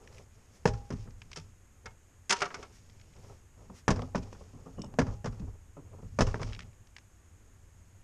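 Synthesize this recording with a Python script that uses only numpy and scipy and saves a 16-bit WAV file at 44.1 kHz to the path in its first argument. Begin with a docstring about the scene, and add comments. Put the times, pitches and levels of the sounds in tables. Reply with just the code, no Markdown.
"""Over a faint drone and hiss in a quiet yard, a mounted car tire is handled while pebbles click and sleeves swish.
It drops on cardboard over gravel, then three more times: filtered noise slaps, damped modes ring, gravel crunches.
After the first drop an aluminium step stool clatters, its frame modes ringing over noisy rivets.
Gloved hands grip the rubber with dull noise scuffs, and between the second and third drops
an air-hose fitting clinks and squeaks: scraped noise, short brass modes and a wavering sine."""
import sys
import numpy as np
from scipy import signal
from scipy.fft import rfft, irfft, next_fast_len
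from scipy.io import wavfile
from scipy.ndimage import uniform_filter1d, map_coordinates

SR = 44100
rng = np.random.default_rng(int(sys.argv[2]) if len(sys.argv) > 2 else 0)


def to_wav(s):
    """Save 16-bit WAV."""
    ch = np.atleast_2d(s).T  # columns
    pcm = np.round(np.clip(ch, -1, 1) * 32767)  # PCM
    wavfile.write(sys.argv[1], SR, pcm.astype(np.int16))


N = 354431
AGE = np.arange(SR // 2) / SR  # time since a blow [s]


def amp(db):
    """Decibels to gain."""
    return 10 ** (np.asarray(db) / 20)


def unit(x):
    """Scale to rms 1."""
    return x / np.sqrt(np.mean(x ** 2) + 1e-20)


def blow(x):
    """Scale a short sound so that its loudest hundredth of a second has rms 1."""
    return x / np.sqrt(uniform_filter1d(x ** 2, size=SR // 100).max() + 1e-20)


def noise(n=len(AGE)):
    """White noise, as long as one blow unless told otherwise."""
    return rng.standard_normal(n)


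def along(points, hz):
    """Read (frequency [Hz], value) points on a log frequency axis."""
    point_hz, values = np.transpose(points)
    return np.interp(np.log(hz + 1), np.log(point_hz), values)


def colour(x, spectrum):
    """Causal, minimum-phase filter with the given (frequency [Hz], level [dB]) shape."""
    m = 2 * next_fast_len(len(x) // 2 + SR // 20)
    level_db = along(spectrum, np.fft.rfftfreq(m, 1 / SR))
    cepstrum = irfft(np.log(amp(level_db)))
    # folding the cepstrum onto positive times makes the response causal
    cepstrum[1:m // 2] *= 2
    cepstrum[m // 2 + 1:] = 0
    response = np.exp(rfft(cepstrum))
    return irfft(rfft(x, m) * response)[:len(x)]


def decay(seconds, t60):
    """Exponential decay that falls 60 dB in t60 seconds."""
    return np.exp(-np.log(1000) * seconds / t60)


def fade(t60, attack):
    """Envelope of one blow: a quick exponential attack [s] and a 60 dB decay time [s]."""
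    return decay(AGE, t60) * (1 - np.exp(-AGE / attack))


def wobble(rate):
    """A smooth random curve, rate knots a second."""
    knots = rng.standard_normal(int(N * rate / SR) + 4)
    return map_coordinates(knots, [np.arange(N) * rate / SR])


def grains(n, spread_db):
    """Dense tiny contacts: noise whose size changes every 16 samples, scattered by spread_db."""
    sizes = np.clip(rng.standard_normal(n // 16 + 1), -2, 2)
    return noise(n) * amp(spread_db * np.repeat(sizes, 16)[:n])


def ring(modes, attack, scatter_db, detune):
    """Damped modes, struck at new strengths and slightly new pitches each time."""
    hz, db, t60 = np.transpose(modes)[:, :, None]
    size, shift, phase = rng.standard_normal((3, len(modes), 1))
    waves = np.sin(2 * np.pi * (hz * (1 + detune * shift) * AGE + phase))
    strengths = amp(db + scatter_db * size)
    total = (strengths * decay(AGE, t60) * waves).sum(0)
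    return blow(total * (1 - np.exp(-AGE / attack)))


def add(track, s, sound):
    """Mix a sound into the track at time s."""
    part = track[max(round(s * SR), 0):][:len(sound)]
    part += sound[:len(part)]


# low drone spectrum: (frequency [Hz], level [dB])
DRONE = [(15, 2.5), (35, -1.5), (62, 1), (76, -0.5), (89, 6.5), (101, 4), (116, -6), (250, -21.5),
         (400, -54.5)]
# faint hiss spectrum: (frequency [Hz], level [dB])
HISS = [(100, -4.5), (170, 0.5), (330, -2), (600, -8), (1200, -10), (1750, -10.5), (2800, -15.5),
        (4200, -22.5), (6100, -17.5), (6550, -6), (7300, -13), (10500, -23), (12200, -22), (14000, -36)]


def background():
    """A distant low drone that swells gently, and a steady faint hiss: both are filtered noise."""
    swell = amp(1.5 * wobble(5))
    drone = amp(-58) * swell * unit(colour(noise(N), DRONE))
    hiss = amp(-66.5) * unit(colour(noise(N), HISS))
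    return drone + hiss


def push(s, length, db, rise, t60):
    """Power over time of one motion: it eases in around s, holds and dies away."""
    t = np.arange(N) / SR - s
    ease_in = np.clip(t / rise + .5, 0, 1)
    let_go = decay(np.maximum(t - length, 0), t60)
    return (amp(db) * ease_in * let_go) ** 2


# wheel or stool rolled, tilted or heaved; levels before trim:
# (start [s], length [s], rumble level [dB], rub level [dB], shifting stones level [dB])
MOVES = [(0.0, 0.21, -53, -58, -67.5), (0.307, 0.73, -59.5, -69, -71.5), (0.952, 0.08, -62, -78, -62.5),
         (1.18, 0.3, -53.5, -70.5, -70), (1.848, 0.03, -46, -56.5, -78), (2.37, 0.068, -63, -47.5, -47),
         (2.512, 0.12, -53.5, -52.5, -55.5), (2.694, 0.43, -56.5, -71, -68),
         (3.146, 0.18, -52.5, -60.5, -68), (3.573, 0.17, -50.5, -59.5, -72), (4.027, 0.052, -46, -53, -64),
         (4.19, 0.31, -54, -63, -64.5), (4.54, 0.21, -50.5, -64, -70), (4.767, 0.18, -45, -57.5, -88),
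         (5.06, 0.074, -36, -63, -61), (5.35, 0.15, -51, -60.5, -71.5), (5.797, 0.09, -53, -65, -95),
         (5.91, 0.073, -49, -55.5, -75), (6.013, 0.2, -43, -72, -71.5), (6.284, 0.061, -41, -63, -62),
         (6.397, 0.11, -41, -53.5, -54.5), (6.522, .14, -43.5, -61.5, -72), (7.4, 0.65, -78, -78.5, -85)]
# rocking rubber spectrum: (frequency [Hz], level [dB])
RUMBLE = [(12, -25.5), (28, 2), (55, -2), (105, 2.5), (150, -9), (240, -11.5), (310, -29.5), (700, -97.5)]
# rubbed rubber spectrum, shared with the gloves: (frequency [Hz], level [dB])
RUB = [(120, 0), (240, 2), (310, 1), (420, 9), (660, 1), (1000, -3.5), (1300, -5.5), (1520, -18),
       (3000, -33.5), (8000, -58)]
# grinding stones spectrum, shared with the crunch: (frequency [Hz], level [dB])
GRAVEL = [(300, -21), (1200, -11.5), (2500, 0), (4000, -6), (5400, 2.5), (6600, -2), (7600, -9.5),
          (10000, -20.5), (14000, -60.5)]
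MOVE_RISE_S, MOVE_RELEASE_S = 0.023, 0.29  # ease in, t60 of the let-go
# the wheel shudders on after a landing: (level before trim, re that landing's column [dB], t60 [s])
SHUDDER = (-14.5, 1.6)  # rumble, re the deep thump
CREAK = (-19, 0.33)  # rubbing tread, re the carcass
TRICKLE = (-18.5, 0.33)  # settling stones, re the late gravel level
SHUDDER_RISE_S = 0.089


def handling():
    """Moved by hand or shaken by a landing, the tire rumbles, gloves and tread stick and slip, stones shift."""
    power = np.zeros((3, N))  # rumble, rub, stones
    for s, length, *levels in MOVES:
        motion = push(s, length, 0, MOVE_RISE_S, MOVE_RELEASE_S)
        power += amp(levels)[:, None] ** 2 * motion
    for s, *_, late_gravel_db, carcass_db, deep_db in LANDINGS:
        levels = (deep_db, carcass_db, late_gravel_db)
        for layer, db, (share_db, t60) in zip(power, levels, (SHUDDER, CREAK, TRICKLE)):
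            layer += push(s + SHUDDER_RISE_S, 0, db + share_db, SHUDDER_RISE_S, t60)
    rocking, rubbing, shifting = np.sqrt(power)
    slip = amp(2.5 * wobble(45))
    settle = amp(1.5 * wobble(70))
    rumble = amp(-3.5) * rocking * unit(colour(noise(N), RUMBLE))
    rub = amp(-2) * rubbing * unit(colour(grains(N, spread_db=3.5) * slip, RUB))
    stones = amp(-5) * shifting * unit(colour(grains(N, spread_db=5.5) * settle, GRAVEL))
    return rumble + rub + stones


# runs of pebble clicks at uneven times, centre values: (start [s], length [s], level before trim [dB], pitch
# [Hz])
SCATTERS = [(0.106, 0.095, -45, 4500), (2.851, 0.47, -48.5, 4200), (6.489, 0.073, -35.5, 1800),
            (6.613, .02, -40.5, 1480)]
SCATTER_DB, SCATTER_OCTAVES = -2, 1  # spread of size and pitch within a run


def scatter(start, length, db, hz, count):
    """A few pebbles tumble at uneven times: rows like those of single pebbles."""
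    times = start + length * (np.arange(count) + rng.random(count)) / count
    size, pitch = rng.standard_normal((2, count))
    return list(zip(times, db + SCATTER_DB * size, hz * 2 ** (SCATTER_OCTAVES * pitch)))


# single pebble clicks: (time [s], level before trim [dB], pitch [Hz])
PEBBLES = [(0.0744, -35, 2080), (0.182, -36, 1100), (1.1067, -45, 5740), (1.2177, -30.5, 2120),
           (1.315, -31, 1440), (1.3308, -27.5, 5550), (2.8973, -43, 4340), (3.0127, -42, 5340),
           (3.9923, -34.5, 1490), (4.019, -30, 1200), (4.9392, -43, 1300), (6.4303, -21.5, 1690),
           (6.5311, -27, 2890), (6.548, -29.5, 2730), (6.5627, -37, 2710), (6.5914, -26, 1870),
           (6.605, -29, 1920), (6.73, -48.5, 2520), (6.871, -45.5, 6400), (6.9647, -28.5, 1400),
           (6.9832, -34.5, 1360)]
# dry stone tick spectrum: (frequency [Hz], level [dB])
TICK = [(200, -37), (900, -4), (2200, 4.5), (4100, -1.5), (5500, 2), (6800, -6.5), (9000, -17),
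        (14000, -70)]


def pebbles():
    """Stone on stone: a dry noise tick, filtered around the pebble's own pitch."""
    out = np.zeros(N)
    tumbling = [row for run in SCATTERS for row in scatter(*run, count=3)]
    for s, db, hz in PEBBLES + tumbling:
        tick = colour(noise() * fade(t60=0.02, attack=0.00049), TICK)
        pitched = colour(tick, [(hz / 10, -6), (hz / 2, -3), (hz, 0), (hz * 2, -7)])
        add(out, s, amp(db - 17.5) * blow(pitched))
    return out


# sleeve swishes: (time of peak [s], level [dB], half length [s])
SWISHES = [(0.167, -65.5, 0.062), (0.56, -66, 0.032), (2.758, -63, 0.033), (3.278, -68, 0.12),
           (3.778, -59.5, .035), (5.12, -106, .04)]


def sleeves():
    """Jacket cloth brushes in soft swells of bright noise."""
    t = np.arange(N) / SR
    swell = sum(amp(db) * np.exp(-((t - s) / half) ** 2) for s, db, half in SWISHES)
    cloth = [(500, -13.5), (2000, -2), (4000, -8), (5800, 0), (7500, -7), (12000, -19)]
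    return swell * unit(colour(grains(N, spread_db=0.5), cloth))


# ringing stones, nominal modes: (frequency [Hz], level [dB], t60 [s])
STONES = [(2660, 8, 0.045), (5070, 6, 0.045), (4790, 0, 0.04), (5380, 2, 0.05), (5560, 0, 0.04),
          (5880, 0, 0.02), (6020, 2, 0.045), (6400, 6, 0.04), (6240, 1, .035), (6800, -4, 0.035)]


def crunch(t60, attack):
    """Stones grind together under a sudden load, and ring."""
    grit = blow(colour(grains(len(AGE), spread_db=0.5) * fade(t60, attack), GRAVEL))
    return grit + amp(-9.5) * ring(STONES, attack=0.00166, scatter_db=-3, detune=0.03)


# tread on cardboard spectrum: (frequency [Hz], level [dB])
SLAP = [(40, -13), (160, 4.5), (310, -10), (480, 2), (750, -5.5), (1100, -3), (1900, -13), (3000, -26),
        (4500, -32), (9000, -59.5), (15000, -100)]
# cardboard crack spectrum: (frequency [Hz], level [dB])
CRACK = [(500, -30.5), (1300, -7), (1750, 16), (2100, -3), (2700, -3), (3600, -21.5), (6000, -7.5),
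         (12000, -42)]
# sidewall and rim overtones, nominal: (frequency [Hz], level [dB], t60 [s])
RIM = [(414.5, 5, 0.14), (446, -12, 0.1), (507, -5, 0.3), (629, -1, 0.13), (813, -15.5, 0.66),
       (914, -1, 0.068), (1105, -22, .16), (1170, -14, 0.13), (1230, -20.5, 0.091)]
# tread belt modes and the ring of the air cavity, nominal: (frequency [Hz], level [dB], t60 [s])
CARCASS = [(137.4, -1, 0.15), (179, 1, 0.13), (202, -11, 0.035), (238.3, -2, 0.15), (256.7, -9.5, 0.24),
           (318.5, -8, 0.069), (404, -12.5, 0.17)]
# whole wheel bouncing on its air spring, nominal: (frequency [Hz], level [dB], t60 [s])
DEEP = [(28.4, -4.5, 0.39), (46.8, -17, 0.8), (62, -8.5, 0.45), (83.3, -10, 0.24), (102.7, 2, 0.24),
        (114, -6.5, 0.13)]


def contact(slap_db, hz, t60, gravel_db, carcass_db, deep_db):
    """The tread slaps the cardboard, the belt rings, the wheel sinks on its air spring and the gravel gives."""
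    pop = -blow(np.sin(2 * np.pi * hz * AGE) * fade(t60=.03, attack=.0001))
    # the first flat contact is one pressure pulse, then block after block lands
    touch = -blow(colour(AGE * fade(t60=.0007, attack=.0001), SLAP))
    tread = blow(colour(grains(len(AGE), spread_db=2.5) * fade(t60, attack=.0003), SLAP))
    rim = ring(RIM, attack=0.0045, scatter_db=3.5, detune=0.011)
    slap = amp(-3) * pop + amp(-16) * touch + tread + amp(-15.5) * rim
    crack = blow(colour(noise() * fade(t60=0.0097, attack=.0003), CRACK))
    belt = ring(CARCASS, attack=0.0025, scatter_db=2, detune=0.043)
    thump = ring(DEEP, attack=0.0043, scatter_db=3, detune=0.038)
    return (amp(slap_db) * slap
            + amp(1.48 * slap_db + 2) * crack  # the crack grows faster than the slap
            + amp(carcass_db) * belt
            + amp(deep_db + 4) * thump
            + amp(gravel_db - 3) * crunch(t60=0.066, attack=0.00045))


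# every three rows are a drop and its two rebounds; levels before trim:
# (time [s], slap level [dB], first slap pitch [Hz], first slap t60 [s], gravel level [dB], lag of the late
# shoulder [s], late slap level [dB], late gravel level [dB], carcass level [dB], deep thump level [dB])
LANDINGS = [(0.655, -19, 455, 0.029, -35, .019, -32, -36.5, -31.5, -36),
            (0.904, -41, 388, .15, -48.5, .02, -51, -52, -35.5, -40),
            (1.054, -63, 392, 0.34, -77, .02, -54.5, -71, -52.5, -51),
            (3.8799, -22, 403, 0.13, -31, .025, -26.5, -32.5, -23, -34),
            (4.148, -31, 570, 0.079, -62, 0.0067, -38.5, -40.5, -31, -41.5),
            (4.328, -46, 354, .03, -55, .02, -54.5, -80, -57, -55.5),
            (4.987, -24, 610, 0.017, -35, .0045, -26, -38.5, -24, -34),
            (5.244, -38.5, 580, 0.13, -47.5, .013, -37, -44, -35.5, -39),
            (5.396, -59, 410, 0.066, -60, .02, -58, -77, -38.5, -43.5),
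            (6.188, -26, 597, 0.081, -37, .0188, -21, -27.5, -25, -27.5),
            (6.343, -34, 437, 0.02, -55, .012, -43, -54, -39, -49),
            (6.396, -43.5, 410, 0.22, -63, .02, -39.5, -48, -40, -40)]
# the sidewall bottoms out, then the tread peels off again:
# (delay from landing [s], slap level re late slap [dB], slap t60 [s], gravel level re late gravel [dB],
# carcass level re landing [dB], deep thump level re landing [dB])
STAGES = [(.029, -8.5, 0.046, -8, -5.5, 1), (.08, -18, 0.14, -16, -17.5, -2.5)]
STAGE_PITCH = 0.83  # the loaded tread slaps lower than the first touch
# each shoulder's share of the landing
FIRST_CARCASS_DB, FIRST_DEEP_DB, LATE_CARCASS_DB, LATE_DEEP_DB = 0.5, -7, -5, -9


def tire():
    """Every landing runs the same course: one shoulder, the other, bottoming out, peeling off."""
    out = np.zeros(N)
    for s, slap_db, hz, t60, gravel_db, lag, late_db, late_gravel_db, carcass_db, deep_db in LANDINGS:
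        loaded_hz = STAGE_PITCH * hz
        add(out, s, contact(slap_db, hz, t60, gravel_db,
                            carcass_db + FIRST_CARCASS_DB, deep_db + FIRST_DEEP_DB))
        add(out, s + lag, contact(late_db, loaded_hz, 0.067, late_gravel_db,
                                  carcass_db + LATE_CARCASS_DB, deep_db + LATE_DEEP_DB))
        for delay, slap, stage_t60, gravel, carcass, deep in STAGES:
            add(out, s + delay, contact(late_db + slap, loaded_hz, stage_t60, late_gravel_db + gravel,
                                        carcass_db + carcass, deep_db + deep))
    return out


# stool frame, nominal modes: (frequency [Hz], level [dB], t60 [s])
FRAME = [(148.6, -15, 0.071), (383, -5.5, 0.088), (414.6, -4, 0.11), (598, -11.5, 0.13), (744, -13.5, 0.19),
         (900, -5.5, 0.14), (1010, -20.5, 0.17), (1152, -6, 0.09), (1276, -3, 0.11), (1388, -7, 0.043),
         (1480, -12, 0.078), (1660, -32, 0.11), (2203, -8.5, 0.12), (2320, -15, 0.081),
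         (2760, -17.5, 0.059), (3130, -31, 0.11), (4200, -11.5, 0.045)]


def knock(db, gravel_db):
    """A leg rings the light frame, shakes its loose rivets and digs into the stones."""
    rattle = [(90, -23.5), (200, 11), (400, 3.5), (1400, 17), (3000, 5.5), (8000, -25.5), (14000, -57)]
    rivets = blow(colour(grains(len(AGE), spread_db=2) * fade(t60=0.082, attack=0.00034), rattle))
    # the joints shift, so the pitches wander from knock to knock
    frame = ring(FRAME, attack=0.0038, scatter_db=5.5, detune=0.029)
    stones = crunch(t60=0.026, attack=0.02)
    return amp(db - 20) * frame + amp(db - 16.5) * rivets + amp(gravel_db - 6) * stones


# stool legs and braces knock; levels before trim: (time [s], level [dB], gravel level [dB])
STOOL = [(1.359, -34, -39), (1.37, -42, -37.5), (1.382, -43, -48), (1.396, -60, -51), (1.857, -29, -44),
         (2.295, -21, -24.5), (2.305, -13.5, -17.5), (2.311, -21.5, -36), (2.323, -11, -21),
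         (2.404, -26, -37), (2.418, -10.5, -29), (2.454, -24, -42), (2.504, -30, -69), (2.542, -23.5, -37),
         (2.627, -30.5, -48)]
HOP_S, HOP_LOSS_DB = (0.017, .06), 22.5  # shortest and longest flight of a hopping leg, loss on landing


def stool():
    """Each knock of the stool is followed by a small hop of the leg."""
    out = np.zeros(N)
    for s, db, gravel_db in STOOL:
        add(out, s, knock(db, gravel_db))
        flight = np.interp(rng.random(), [0, 1], HOP_S)
        add(out, s + flight, knock(db - HOP_LOSS_DB, gravel_db - HOP_LOSS_DB))
    return out


# gloves grab and shove the rubber; levels before trim:
# (time [s], scuff level [dB], carcass level [dB], scuff t60 [s])
GRIPS = [(1.371, -41.5, -44, 0.071), (3.237, -57, -57, 0.55), (3.298, -45.5, -71, 0.06),
         (3.697, -42.5, -46.5, 0.042), (3.9913, -29.5, -39, 0.035), (4.02, -34, -38, 0.06),
         (4.408, -45, -56, 0.053), (4.529, -53, -50, 0.55), (4.659, -43, -48, 0.19),
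         (4.779, -39, -34.5, 0.13), (4.836, -40, -40, 0.093), (4.939, -40.5, -51, 0.021),
         (5.767, -44, -45, 0.11), (5.984, -52, -53, 0.15), (6.027, -46, -45, 0.12)]


def gloves():
    """A padded hand lands on the rubber and skids: a dull scuff over a soft ring of the belt."""
    out = np.zeros(N)
    for s, db, carcass_db, t60 in GRIPS:
        scuff = blow(colour(grains(len(AGE), spread_db=3) * fade(t60, attack=0.0013), RUB))
        belt = ring(CARCASS, attack=0.023, scatter_db=4.5, detune=0.081)
        add(out, s, amp(db - 5.5) * scuff + amp(carcass_db - 2) * belt)
    return out


# hose fitting clinks: (time [s], level before trim [dB])
CLINKS = [(4.793, -50), (4.818, -33), (4.844, -44), (4.862, -52)]
# brass fitting, nominal modes: (frequency [Hz], level [dB], t60 [s])
BRASS = [(2907, -24, 0.067), (3590, -8, 0.029), (5380, 17.5, 0.013), (5940, -10, .03), (7000, -2, .025),
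         (7960, -2, 0.023)]


def fitting():
    """The air-hose fitting jiggles in scraped brass clinks and squeaks thinly as the wheel is lifted."""
    out = np.zeros(N)
    metal = [(1500, -13), (3000, 9.5), (4200, 3), (5400, 13), (7600, 2), (9000, -41)]
    for s, db in CLINKS:
        scrape = blow(colour(noise() * fade(t60=0.0078, attack=0.00091), metal))
        brass = ring(BRASS, attack=.003, scatter_db=2, detune=.003)
        add(out, s, amp(db - 14) * (brass + scrape))
    squeak_hz = 2915 * (1 + .025 * wobble(400))
    squeak = np.sin(2 * np.pi * np.cumsum(squeak_hz) / SR)
    grip = np.interp(np.arange(N) / SR, [4.772, 4.78, 4.86, 4.875], [0, 1, 1, 0])
    return out + amp(-65) * grip * squeak


# yard echo: (frequency [Hz], t60 [s])
YARD = [(100, 0.3), (500, 0.33), (2000, 0.25), (6000, .28), (12000, 0.05)]


def yard(x):
    """A weak scattered echo from the truck and the yard: noise that dies away at its own rate in each band."""
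    hz, t, bands = signal.stft(noise(SR // 2), SR, nperseg=256)
    t60 = along(YARD, hz)[:, None]
    tail = signal.istft(bands * decay(t, t60), SR, nperseg=256)[1]
    delayed = np.pad(x, (SR // 200, 0))  # 5 ms
    return signal.fftconvolve(delayed, tail / np.linalg.norm(tail))[:N]


def scene():
    """All blows with their echo, over handling noise, sleeves and the background."""
    blows = pebbles() + tire() + stool() + gloves() + fitting()
    echo = amp(-21.5) * yard(blows)
    return (background() + handling() + sleeves() + blows + echo)[None]


TOP_HZ = 14200  # band limit


def record(dry):
    """Rounds off the highest peaks towards a ceiling of -8 dB and keeps nothing above the band limit."""
    rounded = dry / (1 + (dry / amp(-8)) ** 4) ** (1 / 4)
    m = next_fast_len(N + SR // 2)
    keep = np.fft.rfftfreq(m, 1 / SR) < TOP_HZ
    return irfft(rfft(rounded, m) * keep, m)[:, :N]


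dry = scene()
out = record(dry)
to_wav(out)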